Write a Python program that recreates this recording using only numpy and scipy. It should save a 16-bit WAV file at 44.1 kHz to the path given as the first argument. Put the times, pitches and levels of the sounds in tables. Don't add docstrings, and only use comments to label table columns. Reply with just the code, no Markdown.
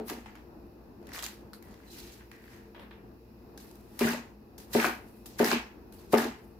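import sys
import numpy as np
from scipy import signal
from scipy.fft import rfft, irfft, next_fast_len
from scipy.io import wavfile
from scipy.ndimage import uniform_filter1d

SR = 44100
rng = np.random.default_rng(int(sys.argv[2]) if len(sys.argv) > 2 else 0)


def volts_from_db(level):
    exponent = np.asarray(level, float) / 20
    return 10 ** exponent


def unload_wav(signal):
    wavfile.write(
        sys.argv[1],
        SR,
        np.round(np.clip(np.atleast_2d(signal).T, -1, 1) * 32767).astype(np.int16),
    )


N = 290619


def rms_one(x):
    return x / np.sqrt(np.mean(x ** 2) + 1e-20)


def at_hz(points, hz):
    table_hz, value = np.transpose(points)
    return np.interp(np.log(np.maximum(hz, 1)), np.log(table_hz), value)


def drift(rate_hz):
    r = np.exp(-80 * np.pi * rate_hz / SR)
    slow = signal.lfilter([1], [1, -2 * r, r * r], rng.standard_normal(N // 40 + 2002))[2000:]
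    return np.interp(np.arange(N) / 40, np.arange(len(slow)), rms_one(slow))


def band(x, low_hz, high_hz):
    sos = signal.butter(2, [low_hz, min(high_hz, 19000)], "band", fs=SR, output="sos")
    return signal.sosfilt(sos, x)


def high_pass(x, order, cut_hz):
    return signal.sosfilt(signal.butter(order, cut_hz, "high", fs=SR, output="sos"), x)


def resonate(x, hz, width_hz):
    r = np.exp(-np.pi * width_hz / SR)
    poles = [1, -2 * r * np.cos(2 * np.pi * hz / SR), r * r]
    return signal.lfilter(np.array([1, 0, -1]) * (1 - r * r) / 2, poles, x + 1e-18)


def through(x, peaks, patchy_db=0):
    swell = [volts_from_db(patchy_db * drift(25.0)) if patchy_db else 1 for _ in peaks]
    total = 0
    for k, (hz, width_hz, db) in enumerate(peaks):
        total = total + (-1) ** k * volts_from_db(db) * swell[k] * resonate(x, hz, width_hz)
    return rms_one(total)


def ring(clicks, hz, t60_s):
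    r, w = volts_from_db(-60 / (t60_s * SR)), 2 * np.pi * hz / SR
    return signal.lfilter([0, np.sin(w)], [1, -2 * r * np.cos(w), r * r], clicks + 1e-18)


def evened(x, window_s):
    return x / np.sqrt(uniform_filter1d(x ** 2, size=round(window_s * SR)) + 1e-12)


def grains(per_s, spread_db, clump_db):
    chance, sign = rng.random((2, N)) * SR / per_s, rng.random((2, N)) - .5
    rarity = np.minimum(-np.log(np.clip(chance, 1e-9, 1)), 5)
    return (chance < 1) * np.sign(sign) * volts_from_db(spread_db * rarity + clump_db * drift(102))


def gestures(top_s, end_s, level_db, rise, fall, from_s=-1, until_s=9):
    t = np.arange(0, N + 32, 32)[:, None] / SR
    db = level_db - rise * np.maximum(top_s - t, 0) - fall * np.maximum(t - end_s, 0)
    db = db - 9000 * np.maximum(from_s - t, 0)
    db = db - 800 * np.maximum(t - until_s, 0)
    return np.interp(np.arange(N) / SR, t[:, 0], np.sqrt(np.sum(volts_from_db(db) ** 2, axis=1)))


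# f/Hz, likeness/1
LIKENESS = [(60, 0.73), (250, 0.98), (500, 0.65), (1000, 0.072), (2000, 0.026), (8000, 0.0075),
            (16000, 0.022)]


def ports(pair):
    size = next_fast_len(pair.shape[1])
    alike = np.clip(at_hz(LIKENESS, np.fft.rfftfreq(size, 1 / SR)), 0, 1)
    mid, side = rfft(pair, size) * np.sqrt([(1 + alike) / 2, (1 - alike) / 2])
    return irfft(np.array([mid + side, mid - side]), size)[:, :pair.shape[1]]


# f/Hz, density/dB
FLOOR = [(25, -40), (40, -4), (58, -6.5), (85, -3.5), (140, -10), (220, -5.5), (340, -5.5), (450, -12),
         (540, -15), (900, -16), (1300, -24.5), (1800, -29), (3000, -71)]
# f/Hz, density/dB
HISS = [(1180, -50), (2000, -3), (2300, -10), (2490, 2), (3210, -15.5), (3860, -8.5), (5380, -6.5),
        (6130, -14.5), (7500, -18), (8400, -27.5), (11900, -7.5), (15100, -9.5), (16200, -14)]
# f/Hz, width/Hz, rms/dB
DRONE = [(210.2, 4.9, -61), (239.1, 1.4, -68.5), (346.3, 6.3, -62), (449.5, 22, -64)]
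# f/Hz, rms/dB
HUM = [(54.5, -61.5), (60, -55.5), (120, -61)]


def background():
    hz, t = np.fft.rfftfreq(N, 1 / SR), np.arange(N) / SR
    air = rms_one(irfft(rfft(rng.standard_normal((2, N))) * volts_from_db(at_hz(FLOOR, hz)), N))
    hiss = rms_one(irfft(rfft(rng.standard_normal((2, N))) * volts_from_db(at_hz(HISS, hz)), N))
    out = volts_from_db(-55 + 1.8 * drift(3.9)) * air + volts_from_db(-70.5 + 1.2 * drift(0.97)) * hiss
    for f, width_hz, db in DRONE:
        out += volts_from_db(db) * rms_one(resonate(rng.standard_normal((2, N)), f, width_hz))
    for f, db in HUM:
        out[0] += volts_from_db(db - 3.0 + 2.1 * drift(6.4)) * np.sin(2 * np.pi * f * t + 1.9 * drift(0.38))
    return 0.75 * np.sqrt(2) * ports(out)


# f/Hz, t60/s
ROOM_T60 = [(125, 0.8), (500, 0.32), (2000, 0.33), (8000, 0.15), (16000, 0.19)]


def kitchen(x):
    t = np.arange(round(.7 * SR)) / SR
    edges_hz, tail = 88 * 2. 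** np.arange(9), 0
    for low, high in zip(edges_hz, np.minimum(edges_hz[1:], 19000)):
        noise = band(rng.standard_normal((2, len(t))), low, high)
        tail = tail + noise * volts_from_db(-60 * t / at_hz(ROOM_T60, np.sqrt(low * high)))
    tail = ports(tail * np.clip(t / 0.017, 0, 1))
    return signal.fftconvolve(x[None], tail / np.sqrt(np.sum(tail ** 2) / 2))[:, :N]


# start/s, end/s, f/Hz, width/Hz, level/dB
DRAGS = [(1.62, 1.76, 1930, 140, -68), (1.865, 2.14, 4000, 180, -63.5), (1.93, 2.18, 2660, 740, -62.5),
         (2.312, 2.5, 1800, 610, -61.5), (2.5, 2.72, 1700, 480, -66.5), (2.747, 2.775, 3140, 860, -60.5),
         (1.5365, 1.541, 4200, 270, -45.5), (1.545, 1.56, 4400, 770, -58), (5.972, 5.98, 4800, 300, -67),
         (5.984, 5.996, 4300, 400, -65), (5.93, 5.965, 2900, 430, -73), (5.925, 5.93, 4400, 440, -69),
         (5.391, 5.4, 1540, 390, -31.5), (2.791, 2.86, 3500, 910, -64.5), (2.909, 2.96, 3500, 770, -65.5),
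         (4.072, 4.115, 1570, 330, -40), (4.791, 4.834, 1370, 470, -34.5), (5.51, 5.607, 2370, 1100, -35.5),
         (2.76, 2.85, 510, 190, -55.5), (1.01, 1.087, 440, 150, -58.5)]


def drags():
    slips, out = grains(5000, spread_db=3.0, clump_db=1.0), np.zeros((2, N))
    for start, end, hz, width_hz, db in DRAGS:
        i, j = round(start * SR), round(end * SR)
        swell = np.sqrt(np.sin(np.pi * np.linspace(0, 1, j - i) ** 0.35))
        sung = resonate(resonate(slips[:, i:j], hz, width_hz), hz, 2 * width_hz)
        out[:, i:j] += volts_from_db(db) * swell * rms_one(sung)
    return out


# enters/s, through/s, crunch/dB, juice above it/dB, dying/(dB/s)
CUTS = [(0.089, 0.096, -44, -2.5, 137), (1.134, 1.198, -46.5, 0.5, 200), (1.224, 1.251, -47.5, 5, 180),
        (3.992, 3.997, -38.5, -1, 300), (4.006, 4.048, -33.5, -9, 202), (4.058, 4.113, -37, -3, 163),
        (4.733, 4.832, -32, -6.5, 500), (4.837, 4.862, -33, -6, 180), (5.387, 5.426, -32.5, -10, 400),
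        (5.443, 5.526, -32.5, -4.5, 171), (6.124, 6.146, -28, -12.5, 500), (6.173, 6.224, -37, -4.5, 147)]
# t/s, crunch/dB, dying/(dB/s), juice above it/dB, fine hiss above it/dB
TOUCHES = [(0.0, -46.5, 2500, -13, -11), (0.258, -49.5, 152, -12, -23), (0.353, -55, 164, -10.5, -16),
           (1.533, -57.5, 300, -3, 4), (1.625, -63.5, 73, -4, 1.5), (2.316, -60, 156, -3.5, -4),
           (2.746, -52, 104, -33, -33), (2.795, -50, 172, -33, -15), (2.911, -53, 151, -37, -28),
           (3.118, -81, 25, -17, -13), (3.576, -66.5, 200, 12.5, 10), (3.6, -64.5, 46, 2, 5.5),
           (4.58, -56, 250, 5, 5.5), (4.6, -59.5, 106, -2, 0), (5.258, -61, 350, 13.5, 17),
           (5.3, -67.5, 66, 9, 3), (5.7, -57.5, 231.5, -16.5, -36.5), (5.923, -65, 108, 2.5, 9),
           (5.991, -62.5, 90, 0, -4)]
# loudest t/s, crunch/dB, swelling/(dB/s), juice above it/dB, fine hiss above it/dB
RUSTLES = [(0.083, -49.5, 700, -2, 6.5), (1.14, -49, 192, -6.5, -12), (1.4, -64.5, 116, -8, -16),
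           (1.73, -64, 147, -0.5, -15), (1.834, -62, 132, -27, -25), (1.895, -67.5, 350, 2.5, 0),
           (1.94, -63, 207, 10, 8), (1.99, -59, 166, 8, 7), (2.06, -58, 134, 3, 0),
           (2.14, -63.5, 130, 4.5, 2.5), (2.21, -58, 200, -23, -15), (2.457, -64.5, 153, -12, -3),
           (2.536, -56.5, 113, -5.5, -8.5), (3.89, -71, 300, -6, -8), (3.98, -60.5, 133, -1.5, 1),
           (4.732, -48.5, 600, 0, 2), (5.08, -68, 150, -1.5, 3), (5.17, -74, 100, -2, 9),
           (5.39, -49, 800, -13, 0), (6.13, -55.5, 900, 12, 15), (6.45, -78, 99, -4, 10)]


def leaf_levels():
    spray_rise = 5000
    enter, done, db, wet_db, dying = np.transpose(CUTS)
    torn = np.minimum(enter + 0.016, done)
    juice_db = db + wet_db
    crunch = gestures(torn, done, db, 900, dying, from_s=enter)
    juice = gestures(enter, done, juice_db, spray_rise, 1.1 * dying)
    fine = gestures(enter, done, juice_db - 3.5, spray_rise, 2.1 * dying)
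    power = np.array([crunch, juice, fine]) ** 2
    power[2] += gestures(enter, enter, juice_db - 1, spray_rise, 156) ** 2
    s, db, dying, juice_db, fine_db = np.transpose(TOUCHES)
    power += [gestures(s, s, db + more_db, 29000, dying) ** 2 for more_db in (0, juice_db, fine_db)]
    s, db, swelling, juice_db, fine_db = np.transpose(RUSTLES)
    power += [gestures(s, s, db + more_db, swelling, swelling) ** 2 for more_db in (0, juice_db, fine_db)]
    return np.sqrt(power)


# f/Hz, width/Hz, level/dB
STALK = [(870, 284, -4), (1210, 384, -3.5), (1650, 446, -2), (1990, 394, -2), (2700, 900, -8.5)]
# f/Hz, width/Hz, level/dB
JUICE = [(3840, 2500, 0), (5620, 1320, 5.5), (6320, 1120, 4), (8380, 1170, -6.5)]
# f/Hz, width/Hz, level/dB
FINE = [(11030, 4100, -1), (13000, 2100, 1), (14970, 420, 1.5)]


def leaves():
    tears = grains(5000, spread_db=3.0, clump_db=2.2)
    spray = 0.3 * tears + 3.2 * grains(12000, spread_db=2.5, clump_db=1.5)
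    crunch = through(band(tears, 580, 3470), STALK, patchy_db=0.6)
    juice = through(band(spray, 1400, 7700), JUICE, patchy_db=0.8)
    fine = through(band(spray, 7950, 15900), FINE)
    crunch_gain, juice_gain, fine_gain = leaf_levels()
    return volts_from_db(-2.0) * (crunch_gain * crunch + juice_gain * juice + fine_gain * fine)


# t/s, peak/dB, f/Hz, top end above it/dB
TICKS = [(0.2605, -40.5, 820, -42.5), (0.3542, -47, 1240, -6), (1.0281, -51, 700, -14),
         (1.0695, -53, 1650, 5), (1.0905, -43, 2000, -6), (1.6254, -52, 1970, 3), (1.7417, -53, 2020, 0),
         (1.802, -51, 1310, -27), (2.21, -59, 974, -13), (2.3151, -38.5, 1790, -13),
         (2.4399, -48, 1910, -18), (2.4782, -47, 1640, -16), (3.5765, -45.5, 1650, 0),
         (3.7122, -53, 956, 3), (3.755, -56, 1050, 2), (4.581, -58, 1550, -18), (5.2614, -60, 980, -3),
         (5.925, -56.5, 1590, 7)]
# t/s, peak/dB, f/Hz, top end above it/dB
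SNAPS = [(0.082, -43, 1160, 3), (0.0983, -31, 1130, -1), (1.2632, -43, 1790, 11.5), (3.9918, -35, 2300, 3),
         (4.076, -27, 1470, -20), (4.136, -28, 1940, -20), (4.734, -33, 1810, -10), (4.7654, -28, 920, -22),
         (4.799, -19, 2100, -32), (4.808, -36, 1900, -18), (4.827, -35, 1690, -20),
         (4.865, -26.5, 1550, -3), (5.3933, -31, 1510, 0.5), (5.4822, -25, 1490, -7),
         (5.5294, -17.5, 920, -24), (6.182, -22, 1640, -6), (6.2436, -33, 1000, -2)]


def snaps():
    span = round(.06 * SR)
    t, out = np.arange(span) / SR, np.zeros((2, N))
    for s, peak_db, hz, top_db in TICKS + SNAPS:
        puff = rng.standard_normal((2, span))
        t60_s = 0.026 * (hz / 1000) ** -0.31
        tone = resonate(puff * volts_from_db(-60 * t / 0.016), hz, 5.1 / t60_s)
        crack = (through(puff, JUICE) + through(puff, FINE)) * volts_from_db(-60 * t / (0.68 * t60_s))
        tone = tone / np.abs(tone).max(1)[:, None]
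        crack = crack / np.abs(crack).max(1)[:, None]
        i = round(s * SR)
        out[:, i:i + span] += volts_from_db(peak_db) * (tone + volts_from_db(top_db + 5.0) * crack)[:, :N - i]
    return out


# t/s, level/dB, f/Hz, upper f/Hz, upper level/dB
CRACKS = [
    (4.8446, -10, 1360, 4560, -39),
    (4.8465, -17.5, 1430, 2300, -26),
    (4.8495, -16, 1600, 2480, -25),
    (5.4456, -19, 1860, 5260, -16.5),
    (5.515, -14, 1500, 4440, -18.5),
    (6.1777, -30, 2010, 5240, -25.5),
]
# t/s, level/dB, f/Hz, second f/Hz, second level/dB
CLICKS = [(0.0932, -39, 2500, 4500, -35), (0.0998, -37, 1520, 4670, -48), (0.1035, -34, 1990, 3170, -30),
          (1.028, -46, 696, 1500, -67), (1.1195, -34, 1900, 5500, -42), (1.1368, -37, 2100, 5500, -40),
          (1.1462, -36, 2240, 3800, -40), (1.1482, -32, 1700, 5800, -32), (1.1565, -36, 2500, 4000, -44),
          (1.1625, -30, 2300, 3600, -35), (1.1803, -29, 1170, 6500, -36), (1.1862, -40, 1300, 7000, -33),
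          (1.189, -35, 5500, 9500, -40), (1.1918, -27, 3300, 1000, -34), (1.1975, -35, 3000, 1500, -40),
          (1.2025, -34, 7200, 2500, -42), (1.2258, -29, 3300, 8000, -35), (1.232, -31, 2070, 4200, -32),
          (1.2335, -32, 1300, 4400, -36), (1.245, -33, 4300, 2000, -44), (1.258, -30.5, 3000, 5000, -44),
          (1.265, -30, 2590, 7200, -29), (1.5333, -36.5, 1390, 4800, -38), (1.5336, -44, 9600, 12000, -39),
          (1.6252, -52, 2000, 5000, -55), (2.7476, -43, 895, 4000, -53), (2.7962, -42, 1010, 3320, -46),
          (2.7995, -55, 2000, 3800, -54), (2.836, -46, 1500, 3000, -56), (2.9098, -44, 895, 4000, -51),
          (3.115, -58, 1490, 4000, -63), (3.5765, -43, 11500, 14500, -42), (3.9927, -30, 5300, 11500, -26),
          (3.9955, -30, 10000, 15000, -30), (3.9963, -30, 12500, 8000, -36),
          (4.584, -41, 11500, 14500, -42), (5.262, -42, 11500, 14500, -44), (5.9238, -57, 4400, 11500, -46)]
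# t/s, level/dB, f/Hz, second f/Hz, second level/dB
VEINS = [(1.2408, -23, 6640, 8200, -29), (4.0098, -26.5, 1250, 2620, -26), (4.0148, -30, 1080, 2400, -26),
         (4.0235, -30, 2200, 900, -27), (4.0725, -27, 1460, 2300, -33), (4.0838, -23, 1640, 2400, -43),
         (4.0905, -27, 1610, 2100, -37), (4.0965, -32, 1870, 1300, -36), (4.1025, -42, 1260, 2300, -36),
         (4.109, -31, 1410, 2200, -37), (4.132, -33, 915, 2640, -29), (4.1455, -31, 600, 1960, -30.5),
         (4.8175, -24, 1650, 900, -39), (4.8275, -20.5, 1650, 2400, -41), (4.853, -23.5, 720, 2440, -19.5),
         (4.859, -30, 800, 2200, -30), (4.876, -25, 1490, 2400, -39), (5.484, -28, 1490, 2800, -36),
         (5.5195, -19.5, 2410, 895, -16.5), (6.1395, -17, 1206, 2340, -32), (6.1605, -19.5, 834, 1480, -26),
         (6.172, -23, 1750, 900, -35), (6.187, -24, 1550, 2600, -30), (6.2025, -26, 1580, 900, -37),
         (6.2235, -38, 1600, 2300, -41), (6.229, -34, 1700, 900, -39), (6.242, -36, 1650, 3570, -32.5)]


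def cracks(rows, cycles):
    out, click = np.zeros(N), np.arange(2000) == 0
    for s, low_db, low_hz, high_hz, high_db in rows:
        i, t60_s = round(s * SR), cycles / low_hz
        low = volts_from_db(low_db) * ring(click, low_hz, t60_s)
        high = volts_from_db(high_db) * ring(click, high_hz, min(.5 * t60_s, 2 * cycles / high_hz))
        out[i:i + len(click)] += low + high
    out = high_pass(out, 2, 480)
    return np.array([out, 0.4 * np.roll(out, 4)]) * np.sqrt(2)


# t/s, lowest mode/dB, its dying/(dB/s), higher modes above/dB, their dying/(dB/s)
SHAKES = [(0.0, -41.5, 254, 8.5, 300), (0.107, -41.5, 300, 9, 348), (0.174, -49, 900, 9.5, 900),
          (1.14, -60.5, 800, 10.5, 600), (1.239, -57, 500, -6, 600), (4.045, -42, 149, 15, 187),
          (4.078, -33.5, 900, 1.5, 300), (4.131, -33.5, 332, 0.5, 600), (4.783, -40.5, 300, 15, 300),
          (4.848, -50, 100, 24.5, 200), (4.882, -41, 500, 7.5, 350), (5.426, -42, 372, 21.5, 300),
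          (5.47, -34.5, 60, -0.5, 58), (5.524, -28, 600, 2, 400), (6.172, -39, 60, 11.5, 86),
          (6.208, -34, 200, 1.5, 80), (6.243, -42.5, 60, 13.5, 80), (6.258, -34, 600, 3, 400)]
# f/Hz, level/dB, t60/s, way
PRESSED = (344, -16, 0.15, 1)
SHAKE_RISE, BEND_LAG_S = 790, 0.0078


def judder(pushes):
    s, low_db, low_dying, upper_db, upper_dying = np.transpose(SHAKES)
    until_s = np.append(s[1:], N / SR)
    low_top_s, upper_top_s = s + BEND_LAG_S, s + 0.0023
    bend = gestures(low_top_s, low_top_s + 0.037, low_db, SHAKE_RISE, low_dying, s, until_s)
    shake = gestures(upper_top_s, upper_top_s + 0.0033, low_db + upper_db, SHAKE_RISE, upper_dying, s, until_s)
    low = evened(ring(pushes[0], 238, 0.65), 0.08)
    modes = [volts_from_db(db) * ring(pushes[1], hz, t60_s * 0.5) for hz, db, t60_s, _ in BOARD[3:13] + [PRESSED]]
    return volts_from_db(-3) * (bend * low + shake * evened(sum(modes), 0.0267))


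def table_rock(pushes):
    blow, blow_db, _, slow_db, _ = np.transpose(THUDS)
    rock = evened(ring(pushes[1], 95.0, 0.11), 0.22)
    rock = rock + volts_from_db(7.0) * evened(ring(pushes[0], 149, 0.54), 0.077)
    level_db = blow_db + 2 * slow_db - 55.5
    return gestures(blow + BEND_LAG_S, blow + 0.03, level_db, SHAKE_RISE, 140, blow) * rock


# f/Hz, level/dB, t60/s, way (1 toward, -1 away)
BOARD = [(157, -15.5, 0.024, -1), (231, -24, 0.375, -1), (260, -30, 0.107, 1), (320, -14, 0.029, -1),
         (370, -15, 0.044, 1), (393, -24, 0.225, 1), (429, -18.5, 0.166, -1), (1230, -25, 0.04, -1),
         (523, -23.5, 0.115, -1), (581, -25, 0.095, -1), (625, -27, 0.175, 1), (686, -23, 0.059, -1),
         (733, -17, 0.04, 1), (887, -28, 0.19, 1)]
# t/s, level/dB, stifling by resting blade/(dB/s), slow modes/dB, modes over 500 Hz/dB
THUDS = [
    (-0.0115, -14.5, 200, 0, -3),
    (0.107, -22, 100, 0, -10),
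    (4.0094, -6.5, 50, 6.5, -1),
    (4.7495, -0.5, 200, 0, 0),
    (5.4001, 0.5, 350, -1, 0),
    (5.523, -14, 100, 0, 0),
    (6.1334, 4, 330, -4.5, 2),
]


def thuds():
    span = round(.4 * SR)
    t = np.arange(span) / SR
    out = np.zeros(N + 2 * span)
    push = signal.lfilter(*signal.butter(2, 800, fs=SR), np.arange(span) == 0)
    dent = volts_from_db(-21) * push / push.max()
    modes = [way * volts_from_db(db) * ring(push, hz, t60_s) for hz, db, t60_s, way in BOARD]
    bend_hz, _, bend_t60_s, _ = BOARD[1]
    coupled = volts_from_db(-68) * ring(ring(push, bend_hz, bend_t60_s), 230, 0.08)
    for s, db, stifle, slow_db, high_db in THUDS:
        body = volts_from_db(slow_db) * coupled - dent
        for (hz, _, t60_s, _), mode in zip(BOARD, modes):
            place_db = slow_db if t60_s > .2 else high_db if hz > 500 else 0
            body = body + volts_from_db(place_db) * mode
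        i = round(s * SR) + span
        out[i:i + span] += volts_from_db(db - stifle * np.maximum(t - 0.045, 0)) * body
    return out[span:span + N]


def scene():
    airborne = leaves() + snaps() + drags()
    airborne = airborne + cracks(CRACKS, 12) + cracks(CLICKS, 9.0) + cracks(VEINS, 20.0)
    pushes = grains(900, spread_db=-2.0, clump_db=-2.5)
    board = high_pass(judder(pushes) + thuds(), 4, 187)
    off_table = 0.76 * np.roll(band(board, 220, 4000), round(0.00215 * SR))
    pan = volts_from_db(-0.4 * np.array([[.5], [-.5]]))
    near = ports(airborne) + pan * ports(np.array([board, off_table]))
    echo = volts_from_db(-10) * kitchen(band(board, 710, 9000) + airborne[0])
    return near + echo + table_rock(pushes) + background()


def band_limit(x):
    return signal.sosfilt(signal.butter(12, 15700, fs=SR, output="sos"), x)


# f/Hz, left over right/dB
TILT = [(60, 1.5), (150, 1.5), (300, 2), (600, 1.5), (1000, 1.5), (2500, 0.5), (4500, -4.5), (8000, 4),
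        (13000, 2)]


def record(dry):
    tilt_db = at_hz(TILT, np.fft.rfftfreq(N, 1 / SR)) / 2
    x = irfft(rfft(dry) * volts_from_db(np.array([tilt_db, -tilt_db])), N)
    x = signal.sosfilt(signal.cheby2(10, 45, 17200, fs=SR, output="sos"), x)
    return band_limit(x)


dry = scene()
out = record(dry)
unload_wav(out)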